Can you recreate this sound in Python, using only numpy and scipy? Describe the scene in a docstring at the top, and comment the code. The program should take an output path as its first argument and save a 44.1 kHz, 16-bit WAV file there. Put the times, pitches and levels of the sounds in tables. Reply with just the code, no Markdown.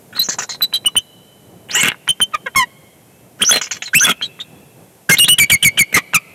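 """Two bald eagles at the nest

Two bald eagles call in four bursts right beside a microphone: pipes, chitters, clucks, squeals and yelps.
Vibrating membranes give the whistles, chopped noise the rasps, short ringing puffs the throat clicks.
Loud calls overload the microphone, which adds hard, mostly odd overtones.
The nest gives short reflections, the forest a faint long echo; a faint far whistle, low breeze and hiss join."""
import sys
import numpy as np
from scipy import signal
from scipy.fft import rfft, irfft
from scipy.io import wavfile

SR = 44100
rng = np.random.default_rng(int(sys.argv[2]) if len(sys.argv) > 2 else 0)


def persist_wave(psi):
    """Save psi, clipped to +-1, as 16-bit WAV."""
    counts = np.round(np.clip(psi, -1, 1) * 32767).astype(np.int16)
    wavfile.write(sys.argv[1], SR, np.atleast_2d(counts).T)


N = 279594

# relative spectra of a rasp's two colours: (frequency [Hz], density [dB per Hz])
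GROWL_COLOUR = [(60, -25.5), (180, -14), (500, -10), (1000, -12.5), (1500, -3), (2300, -5.5), (3100, -1.5),
                (3700, -15.5), (5000, -42), (8000, -27.5), (10000, -36.5), (16000, -31.5)]
HISS_COLOUR = [(1000, -37.5), (3500, -7.5), (5000, -1), (6100, 0), (7200, -3), (8000, -19.5), (9000, -40.5),
               (11000, -50), (16000, -43)]


def amp(db):
    """Decibels to gain."""
    return 10 ** (np.asarray(db) / 20)


def unit(x):
    """Scales to rms 1."""
    return x / np.sqrt(np.mean(x ** 2) + 1e-20)


def read(points, hz):
    """Interpolates a table on a log-frequency axis."""
    f, value = np.transpose(points)
    return np.interp(np.log(hz + 1), np.log(f + 1), value)


def add(mix, start_s, sound):
    """Lays a sound into the mix at start_s."""
    part = mix[round(start_s * SR):][:len(sound)]
    part += sound[:len(part)]


def shaped(x, gain):
    """Filters x by gain(Hz), to rms 1."""
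    spectrum = rfft(x) * gain(np.fft.rfftfreq(len(x), 1 / SR))
    return unit(irfft(spectrum, len(x)))


def noise(gain, size=8192):
    """Noise of rms 1 whose spectrum follows gain(Hz)."""
    return shaped(rng.standard_normal(size), gain)


def wobble(rate_hz, size=8192):
    """Random motion of rms 1, mostly slower than rate_hz."""
    return noise(lambda f: 1 / (1 + (f / rate_hz) ** 4), size)


def air(air_db, gust_db):
    """A low breeze with an even hiss above it; only the low part follows the gusts."""
    # relative spectrum: (frequency [Hz], density [dB per Hz])
    air_colour = [(15, -56.5), (30, -46), (60, -16.5), (115, -3), (170, -1), (250, -7), (450, -8),
                  (700, -10.5), (1200, -21.5), (2200, -23.5), (4500, -29.5), (8000, -24.5), (13300, -23),
                  (15000, -43.5)]
    # left-right likeness: (frequency [Hz], correlation [0-1])
    air_likeness = [(60, 0.98), (180, 1.0), (550, 0.99), (1650, 1), (4970, 1), (15000, 0.89)]
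    # (time [s], level [dB])
    air_level = [(0, -45), (1.3, -47.5), (2.501, -46), (3.101, -47), (4.7, -46), (6.34, -45.5)]
    first, second = (noise(lambda f: amp(read(air_colour, f)), size=N) for _ in range(2))
    alike = np.clip(read(air_likeness, np.fft.rfftfreq(N, 1 / SR)), -1, 1)
    right = irfft(alike * rfft(first) + np.sqrt(1 - alike ** 2) * rfft(second), N)
    both = np.array([first, right])
    level_db = np.interp(np.arange(N) / SR, *np.transpose(air_level))
    breeze = signal.sosfilt(signal.butter(1, 800, fs=SR, output="sos"), both)
    gust_gain = amp(gust_db * wobble(rate_hz=6, size=N))
    return amp(air_db + level_db) * (both + (gust_gain - 1) * breeze)


def far_whistle(waver=0.0053):
    """A faint, slowly rising sine in the distance; its pitch wavers by a small rms share."""
    # (time [s], pitch [Hz])
    far_pitch = [(3.039, 2490), (3.15, 2630), (3.38, 2700)]
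    s, hz = np.transpose(far_pitch)
    t = np.arange(N) / SR
    pitch_hz = np.interp(t, s, hz) * (1 + waver * wobble(rate_hz=60, size=N))
    level = amp(-62) * np.interp(t, s, [0, 2, 0])
    return level * np.sin(2 * np.pi * np.cumsum(pitch_hz) / SR)


def surroundings(voice, nest_db, nest_t60_s, forest_db, apart):
    """Sticks and trunk scatter the calls at once; the forest returns them for a second or two."""
    # (frequency [Hz], time to decay by 60 dB [s])
    forest_t60 = [(200, .8), (1100, 1.1), (2200, 1.9), (3100, 2.22), (4000, 2.4), (6000, 0.36),
                  (12000, 0.2)]
    taps = rng.standard_normal((3, 2 * SR))
    taps = taps[0] + apart * taps[1:]  # left and right share most reflections
    t = np.arange(2 * SR) / SR
    nest = taps * amp(-60 * t / nest_t60_s) * (t > .002)

    hz, frame_s, z = signal.stft(taps, SR, nperseg=256)
    decay = amp(-60 * frame_s / read(forest_t60, hz)[:, None])
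    forest = signal.istft(z * decay, SR, nperseg=256)[1][:, :len(t)]
    forest *= 1 - np.exp(-t / 0.077)  # builds up gradually

    echo = amp(nest_db) * nest / np.linalg.norm(nest[0])
    echo = echo + amp(forest_db) * forest / np.linalg.norm(forest[0])
    return signal.fftconvolve(voice[None], echo, axes=1)[:, :N]


def swell(length_s, swell_db, rise_s, fall_s):
    """Air pressure through one syllable: soft start, steady swell or fade in dB, soft stop."""
    t = np.arange(min(round(length_s * SR), 8192)) / SR
    ramps = np.array([np.clip(t / rise_s, 0, 1), np.clip((length_s - t) / fall_s, 0, 1)])
    return amp(swell_db * (t / length_s - .5)) * np.prod(np.sin(np.pi / 2 * ramps) ** 2, axis=0)


def membrane(pitch_hz, rough, even_db=0, breath_db=-27, twist_rad=0.87, side_db=-27, side_ratio=1.19):
    """A membrane follows a pitch curve; roughness shakes pitch and strength and lets air leak past."""
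    # the throat's weighting of overtones: (frequency [Hz], gain [dB])
    throat = [(500, -3), (750, -6), (1050, -6.5), (1550, 8.5), (2150, -5.5), (3100, -10), (4200, -18),
              (6000, -33), (8000, -45), (11000, -57.5), (16000, -108.5)]
    n = len(pitch_hz)
    k = np.arange(1, 8)[:, None]  # fundamental and six overtones
    jitter = 0.076 * rough * wobble(rate_hz=644)[:n]
    jitter = jitter + (0.0066 + 0.021 * rough) * wobble(rate_hz=160)[:n]
    phase = 2 * np.pi * np.cumsum(pitch_hz * (1 + jitter)) / SR

    lag = twist_rad + 0.27 * wobble(rate_hz=120)[:n]  # overtones lag the fundamental: a lopsided wave
    weight = amp(read(throat, k * pitch_hz) + even_db * (k % 2 == 0)) * (k * pitch_hz < SR / 2)
    tone = np.sum(weight * np.sin(k * phase - (k - 1) * lag), axis=0) / np.linalg.norm(weight, axis=0)
    flutter = amp((-0.87 + 3.24 * rough) * wobble(rate_hz=280)[:n])

    # the other membrane trembles a little higher
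    side_tone = amp(side_db) * wobble(rate_hz=200)[:n] * np.sin(side_ratio * phase)
    breath = noise(lambda f: amp(read(GROWL_COLOUR, f)) + 0.24 * amp(read(HISS_COLOUR, f)))[:n]
    return unit(tone * flutter) + side_tone + amp(breath_db + 16.6 * rough) * breath


def whistle(length_s, hz, glide, db, swell_db, rough, arch=0.015, even_db=0, scoop=0, quaver=0,
            rise_s=0.01, fall_s=0.016, side_db=-27):
    """One note glides through hz and sags at both ends; glide, arch, scoop, quaver are shares of pitch."""
    pressure = swell(length_s, swell_db, rise_s / (1 + 3 * rough), fall_s)
    t = np.arange(len(pressure)) / SR
    u = np.linspace(-1, 1, len(pressure))
    bend = glide * u / 2 - arch * u ** 2
    bend = bend - scoop * np.exp(-t / .003)  # hooks up to pitch
    bend = bend + quaver * np.sin(2 * np.pi * 55.2 * t)
    return amp(db) * pressure * membrane(hz * (1 + bend), rough, even_db, side_db=side_db)


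def flapping(colour, n, depth_db, rate_hz, ripple_db=4):
    """Air chopped by irregular flaps, through a throat whose narrow resonances differ each time."""
    chopped = rng.standard_normal(8192) * amp(depth_db * np.tanh(wobble(rate_hz)))
    ripple = rng.standard_normal(64)
    ripple_hz = np.linspace(0, SR / 2, len(ripple))

    def throat_gain(f):
        """The colour in dB with random resonances on top."""
        return amp(read(colour, f) + ripple_db * np.interp(f, ripple_hz, ripple))

    return unit(shaped(chopped, throat_gain)[:n])


def rasp(length_s, growl_db, hiss_db, swell_db):
    """A toneless syllable: a coarse growl with a high hiss, both of chopped air."""
    pressure = swell(length_s, swell_db, rise_s=.005, fall_s=0.014)
    growl = flapping(GROWL_COLOUR, len(pressure), depth_db=10, rate_hz=140, ripple_db=5)
    hiss = flapping(HISS_COLOUR, len(pressure), depth_db=5, rate_hz=150, ripple_db=4)
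    return pressure * (amp(growl_db) * growl + amp(hiss_db) * hiss)


def click(db, centre_hz, decay_s, sharpness=1.16, top_hz=3700, muffle_hz=4600):
    """A puff that rings briefly in the throat, which muffles its sharp start."""
    def ring(f):
        """A resonance at centre_hz, cut above top_hz."""
        return 1 / (1 + (sharpness * np.log((f + 1) / centre_hz)) ** 2) ** 2 / (1 + (f / top_hz) ** 8)

    puff = noise(ring)
    t = np.arange(len(puff)) / SR
    burst = puff * np.exp(-t / decay_s) * (1 - np.exp(-t / 0.000067))
    muffle = signal.butter(4, muffle_hz, fs=SR, output="sos")
    return amp(db) * signal.sosfilt(muffle, burst)


def opening(start_s, db, hz, decay_s):
    """The throat opens with a faint tick, then a click."""
    return [(start_s - .005, click(db - 20.5, hz, decay_s)), (start_s, click(db, hz, decay_s))]


def early_click(note_s, db):
    """The opening of a pipe or cluck, its click 6.8 ms ahead of the note."""
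    return opening(note_s - 0.0068, db, hz=1810, decay_s=0.0026)


def squeal(*points):
    """One long push of air drives the membrane up through its registers."""
    s, hz, db, rough = np.transpose(points)
    pressure = swell(s[-1] - s[0], 0, rise_s=.004, fall_s=.006)
    t = s[0] + np.arange(len(pressure)) / SR
    voice = membrane(np.interp(t, s, hz), np.interp(t, s, rough))
    return [(s[0], pressure * amp(np.interp(t, s, db)) * voice)]


def cluck(start_s, length_s, hz, glide, db, swell_db, rough, even_db, click_db):
    """A click, then a low falling note whose even overtones, if strong, tip it towards its octave."""
    note = whistle(length_s, hz, glide, db, swell_db, rough, arch=.015, even_db=even_db)
    return early_click(start_s, click_db) + [(start_s, note)]


def chitter(start_s, hiss_db, growl_db, click_db, click_hz, thin_hz=450, grain_db=3, grain_hz=130):
    """A click and a squeak start a thin, stuttering rasp; a softer click closes it."""
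    click_decay_s = 0.0069
    thin = signal.butter(2, thin_hz, "high", fs=SR, output="sos")
    body = signal.sosfilt(thin, rasp(0.075, growl_db, hiss_db, swell_db=-15.5))
    grain = unit(amp(grain_db * wobble(grain_hz)[:len(body)]))
    squeak = whistle(.018, hz=6480, glide=-.14, db=hiss_db + 9.5, swell_db=5.5, rough=0.63)
    return [(start_s, click(click_db, click_hz, click_decay_s)),
            (start_s, squeak),
            (start_s, body * grain),
            (start_s + .056, click(click_db - 11.5, click_hz, click_decay_s))]


def yelp(start_s, drop_s, length_s, hz, glide, db, scrape_swell_db, click_db):
    """A click and a high rough scrape, then the voice drops to a clear quavering note that stops short."""
    overlap_s = 0.0154
    scrape = whistle(drop_s + overlap_s, hz * 1.34, glide=-0.0442, db=-6, swell_db=scrape_swell_db, rough=0.69)
    note = whistle(length_s, hz, glide, db, swell_db=-6.5, rough=0.131, arch=0.0037,
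                   quaver=0.0089, fall_s=0.0059)
    clicks = opening(start_s + 0.0036, click_db, hz=2100, decay_s=0.0062)
    return clicks + [(start_s, scrape), (start_s + drop_s, note)]


def pipe(start_s, length_s, hz, glide, db, swell_db, rough, click_db):
    """The throat clicks open, then a short rounded note sounds, frayed by the other membrane."""
    note = whistle(length_s, hz, glide, db, swell_db, rough, arch=0.0028, scoop=.08,
                   rise_s=0.012, fall_s=0.015, side_db=-23)
    return early_click(start_s, click_db) + [(start_s, note)]


def eagles():
    """Every call of both birds, each made of timed parts."""
    # bare whistles, mostly the second side of the syrinx sounding with another call: (start [s],
    # length [s], pitch [Hz], glide [share], level [dB], swell [dB], roughness [0-1])
    whistle_rows = [ (0.148, 0.04, 4100, 0.11, -23.5, 25, 0.43),
                    (0.213, 0.038, 4195, 0.086, -18, -29, 0.24), (0.228, 0.05, 6230, -0.11, -27, 7, 0.7),
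                    (0.492, 0.079, 4120, -0.023, -26, -9, 0.43), (0.733, 0.044, 3167, 0.039, -15, -2, 0.17),
                    (1.746, 0.067, 960, 0.37, -22.5, -9, 0.8), (1.747, 0.087, 2100, .2, -19, 9, 0.66),
                    (1.751, 0.068, 2893, 0.064, -13.5, -2, 0.64), (3.49, 0.02, 1412, -0.2, -10.5, 3, 0.71),
                    (3.509, 0.022, 3378, 0.044, 4, -3, 0.01), (3.526, 0.067, 4150, -.02, -13, -3, 0.11),
                    (3.855, 0.047, 4000, -0.14, -27.5, -16, 0.27),
                    (4.006, 0.044, 1566, 0.16, -11.5, 12, 0.5), (4.041, 0.036, 3430, 0, -7, -17, 0.04),
                    (4.087, 0.037, 3310, -0.081, -9, 10, 0.47),
                    (4.219, 0.056, 4000, -0.086, -21.5, 3, 0.33),
                    (5.09, 0.039, 1630, 0.094, -1.5, -5, 0.24), (5.108, 0.043, 2133, 0.0073, 0.5, 0, 0.09),
                    (5.168, .018, 3920, 0.48, -14.5, -12, 0.77), (5.242, 0.012, 3470, .1, 4, -15, 0.32),
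                    (5.25, 0.031, 3710, 0.456, -17.5, -8, 0.3), (5.942, 0.054, 2021, -0.084, -2, -20, 0.4)]
    # coarse bodies of harsh calls: (start [s], length [s], growl [dB], high hiss [dB], swell [dB])
    growl_rows = [ (0.122, 0.059, -33.5, -57, 15), (1.686, 0.061, -24.5, -72, 12),
                  (1.749, 0.14, -20.5, -39.5, 13.5), (3.386, 0.063, -25.5, -45, 24),
                  (3.507, 0.093, -13.5, -35, -3), (4.039, 0.085, -10.5, -38, 2),
                  (5.093, 0.061, -5, -15.5, -7.5), (5.924, 0.071, -14.5, -36, 18)]
    # clicks of the creak that ends the first squeal: (time [s], level [dB])
    creak_rows = [(1.832, 6.5), (1.846, 3.5), (1.857, -0.5), (1.867, -5), (1.884, 3.5), (1.900, -11),
                  (1.918, -10), (1.944, -26.5)]
    # three squeals, lists of points: (time [s], pitch [Hz], level [dB], roughness [about 0-1])
    squeal_rows = [
        [(1.702, 3500, -31, 0.6), (1.715, 4450, -17.5, 0.8), (1.726, 5400, -33, 1.06),
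         (1.744, 6000, -22.5, 0.7), (1.752, 7000, -12, .3), (1.777, 8100, -25, 0.03), (1.799, 6100, -23, 0.3),
         (1.812, 7800, -18, 0.8), (1.831, 7650, -19, 0.5)],
        [(3.396, 1418, -33.5, 0.77), (3.416, 1782, -22.5, 0.15), (3.421, 3114, 1, 0.31),
         (3.430, 3268, -1, 0.22), (3.436, 2790, -26, .55), (3.446, 3120, -15, 0.7), (3.450, 5450, -18, 0.29),
         (3.502, 6290, -9, 0.25), (3.513, 5900, -14, 0.54)],
        [(3.931, 1492, -16.5, 0.6), (3.944, 1774, -7.5, 0.65), (3.948, 2256, -5, 0.28), (3.964, 2617, 12, 0.26),
         (3.980, 2670, -3.5, 0.01), (3.988, 2934, -18.5, 0.65), (3.996, 3330, -13, 0.46),
         (3.999, 5824, -13.5, .15), (4.030, 6500, -15, 0.06), (4.044, 5470, -4, .3)],
    ]
    # (start [s], length [s], pitch [Hz], glide [share], level [dB], swell [dB], roughness [0-1],
    # even overtones [dB], click [dB])
    cluck_rows = [ (.880, 0.014, 1140, -0.13, -20, -1, 0.24, -6, -45),
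                  (2.331, .028, 619, -0.15, -11.5, 37, 0.14, 13.5, -33),
                  (2.458, 0.031, 508, -0.21, -18, -11, 0, 5, -60),
                  (2.556, 0.091, 1036, -.16, -6.5, -20.5, 0.01, -0.5, -16),
                  (5.962, 0.03, 1182, -0.319, -5.5, 5, 0.39, 3, -15),
                  (6.142, 0.02995, 1242, -0.22, 5, 0.5, 0.2, 14, -6)]
    # (start [s], hiss [dB], growl [dB], click [dB], click centre [Hz])
    chitter_rows = [ (.287, -24.5, -33.5, -17.5, 940), (.385, -27.5, -29, -17, 900),
                    (.491, -34, -38.5, -23.5, 840), (3.613, -30, -34.5, -14, 2200),
                    (3.710, -30, -32.5, -16.5, 2090), (3.821, -37.5, -40, -11, 2730)]
    # (start [s], drop after [s], note length [s], note pitch [Hz], glide [share], note level [dB],
    # scrape swell [dB], click [dB])
    yelp_rows = [ (5.183, 0.0096, 0.059, 2865, 0.0087, 1, -4, -14.5),
                 (5.280, 0.0076, 0.053, 2913, 0.024, 4, -3, 0),
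                 (5.383, .012, 0.05, 2297, -0.055, 4, -16, -0.5),
                 (5.497, 0.017, 0.039, 2281, -0.068, 8, -3, -3.5),
                 (5.625, .02, .04, 2254, -0.071, 7, -6.5, -10.5),
                 (5.772, 0.017, 0.036, 2277, -0.084, 6, 20, -11.5)]
    # (start [s], length [s], pitch [Hz], glide [share], level [dB], swell [dB], roughness [0-1], click [dB])
    pipe_rows = [ (.188, .029, 4007, -0.0067, -2, -8, 0.01, -18.5),
                 (.616, .04, 3980, -0.045, -3.5, -4, .06, -16.5),
                 (.734, 0.053, 3934, -0.043, -13.5, -19, 0.16, -17.5),
                 (.856, 0.028, 2960, -0.036, -2.5, -9, .07, -17),
                 (.962, .03, 3016, 0.031, 0, -1.5, 0.17, -12.5),
                 (2.085, 0.034, 3111, -.02, -2.5, -5.5, 0.13, -8),
                 (2.210, 0.032, 3114, -.02, -0.5, -0.5, 0.09, -9.5),
                 (4.219, 0.035, 3216, 0.047, -15.5, -5, 0.31, -15.5),
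                 (4.398, 0.029, 3670, 0.043, -19, 10, 0.48, -23.5)]

    parts = [(s, whistle(*shape)) for s, *shape in whistle_rows]
    parts += [(s, rasp(*shape)) for s, *shape in growl_rows]
    # harder clicks ring higher
    parts += [(s, click(db, centre_hz=2730 + 45.5 * db, decay_s=0.0024)) for s, db in creak_rows]
    calls = [(squeal_rows, squeal), (cluck_rows, cluck), (chitter_rows, chitter),
             (yelp_rows, yelp), (pipe_rows, pipe)]
    for rows, call in calls:
        for row in rows:
            parts += call(*row)

    voice = np.zeros(N)
    for start_s, sound in parts:
        add(voice, start_s, sound)
    return voice


def scene():
    """The calls, their echoes and the far whistle at the microphone."""
    voice = eagles()
    echoes = surroundings(voice, nest_db=-8, nest_t60_s=0.051, forest_db=-45.5, apart=0.2)
    return voice + echoes + far_whistle()


def record(dry, ceiling=0.51, lopsided=0.0032, knee=7, thump_db=-15, thump_hz=170):
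    """The input overloads a little unevenly, the microphone colours it; air and band limit follow."""
    # the microphone's bright colour, with a hollow near 4.8 kHz: (frequency [Hz], gain [dB])
    mic_colour = [(20, -23.5), (45, -9), (85, -4.5), (170, 7.5), (600, -0.5), (3000, -2.5), (4150, -3.5),
                  (4750, -4.5), (5900, 2), (7000, 1.5), (8800, 5), (12000, 7), (14500, 3.5), (15800, -5.5)]
    fine = signal.resample_poly(dry, 2, 1, axis=1)  # twice the rate, against aliasing
    limit = ceiling * (1 + lopsided * np.sign(fine))
    squashed = fine / (1 + abs(fine / limit) ** knee) ** (1 / knee)
    clipped = signal.resample_poly(squashed, 1, 2, axis=1)

    # the rectified excess gives low thumps
    bass = signal.butter(2, [thump_hz / 2, thump_hz * 1.35], "band", fs=SR, output="sos")
    clipped = clipped + amp(thump_db) * signal.sosfilt(bass, abs(dry - clipped))

    # minimum-phase filter
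    log_gain = np.log(amp(read(mic_colour, abs(np.fft.fftfreq(4096, 1 / SR)))))
    colour = np.fft.ifft(np.exp(np.conj(signal.hilbert(log_gain)))).real[:2048]
    coloured = signal.oaconvolve(clipped, colour[None])[:, :N]

    heard = (coloured + air(air_db=0.0, gust_db=3.0)) * amp([[-.55], [0]])  # left slightly softer
    band_limit = signal.firwin(301, 15900, window=("kaiser", 8), fs=SR)
    return signal.oaconvolve(heard, band_limit[None], "same")


dry = scene()
out = record(dry)
persist_wave(out)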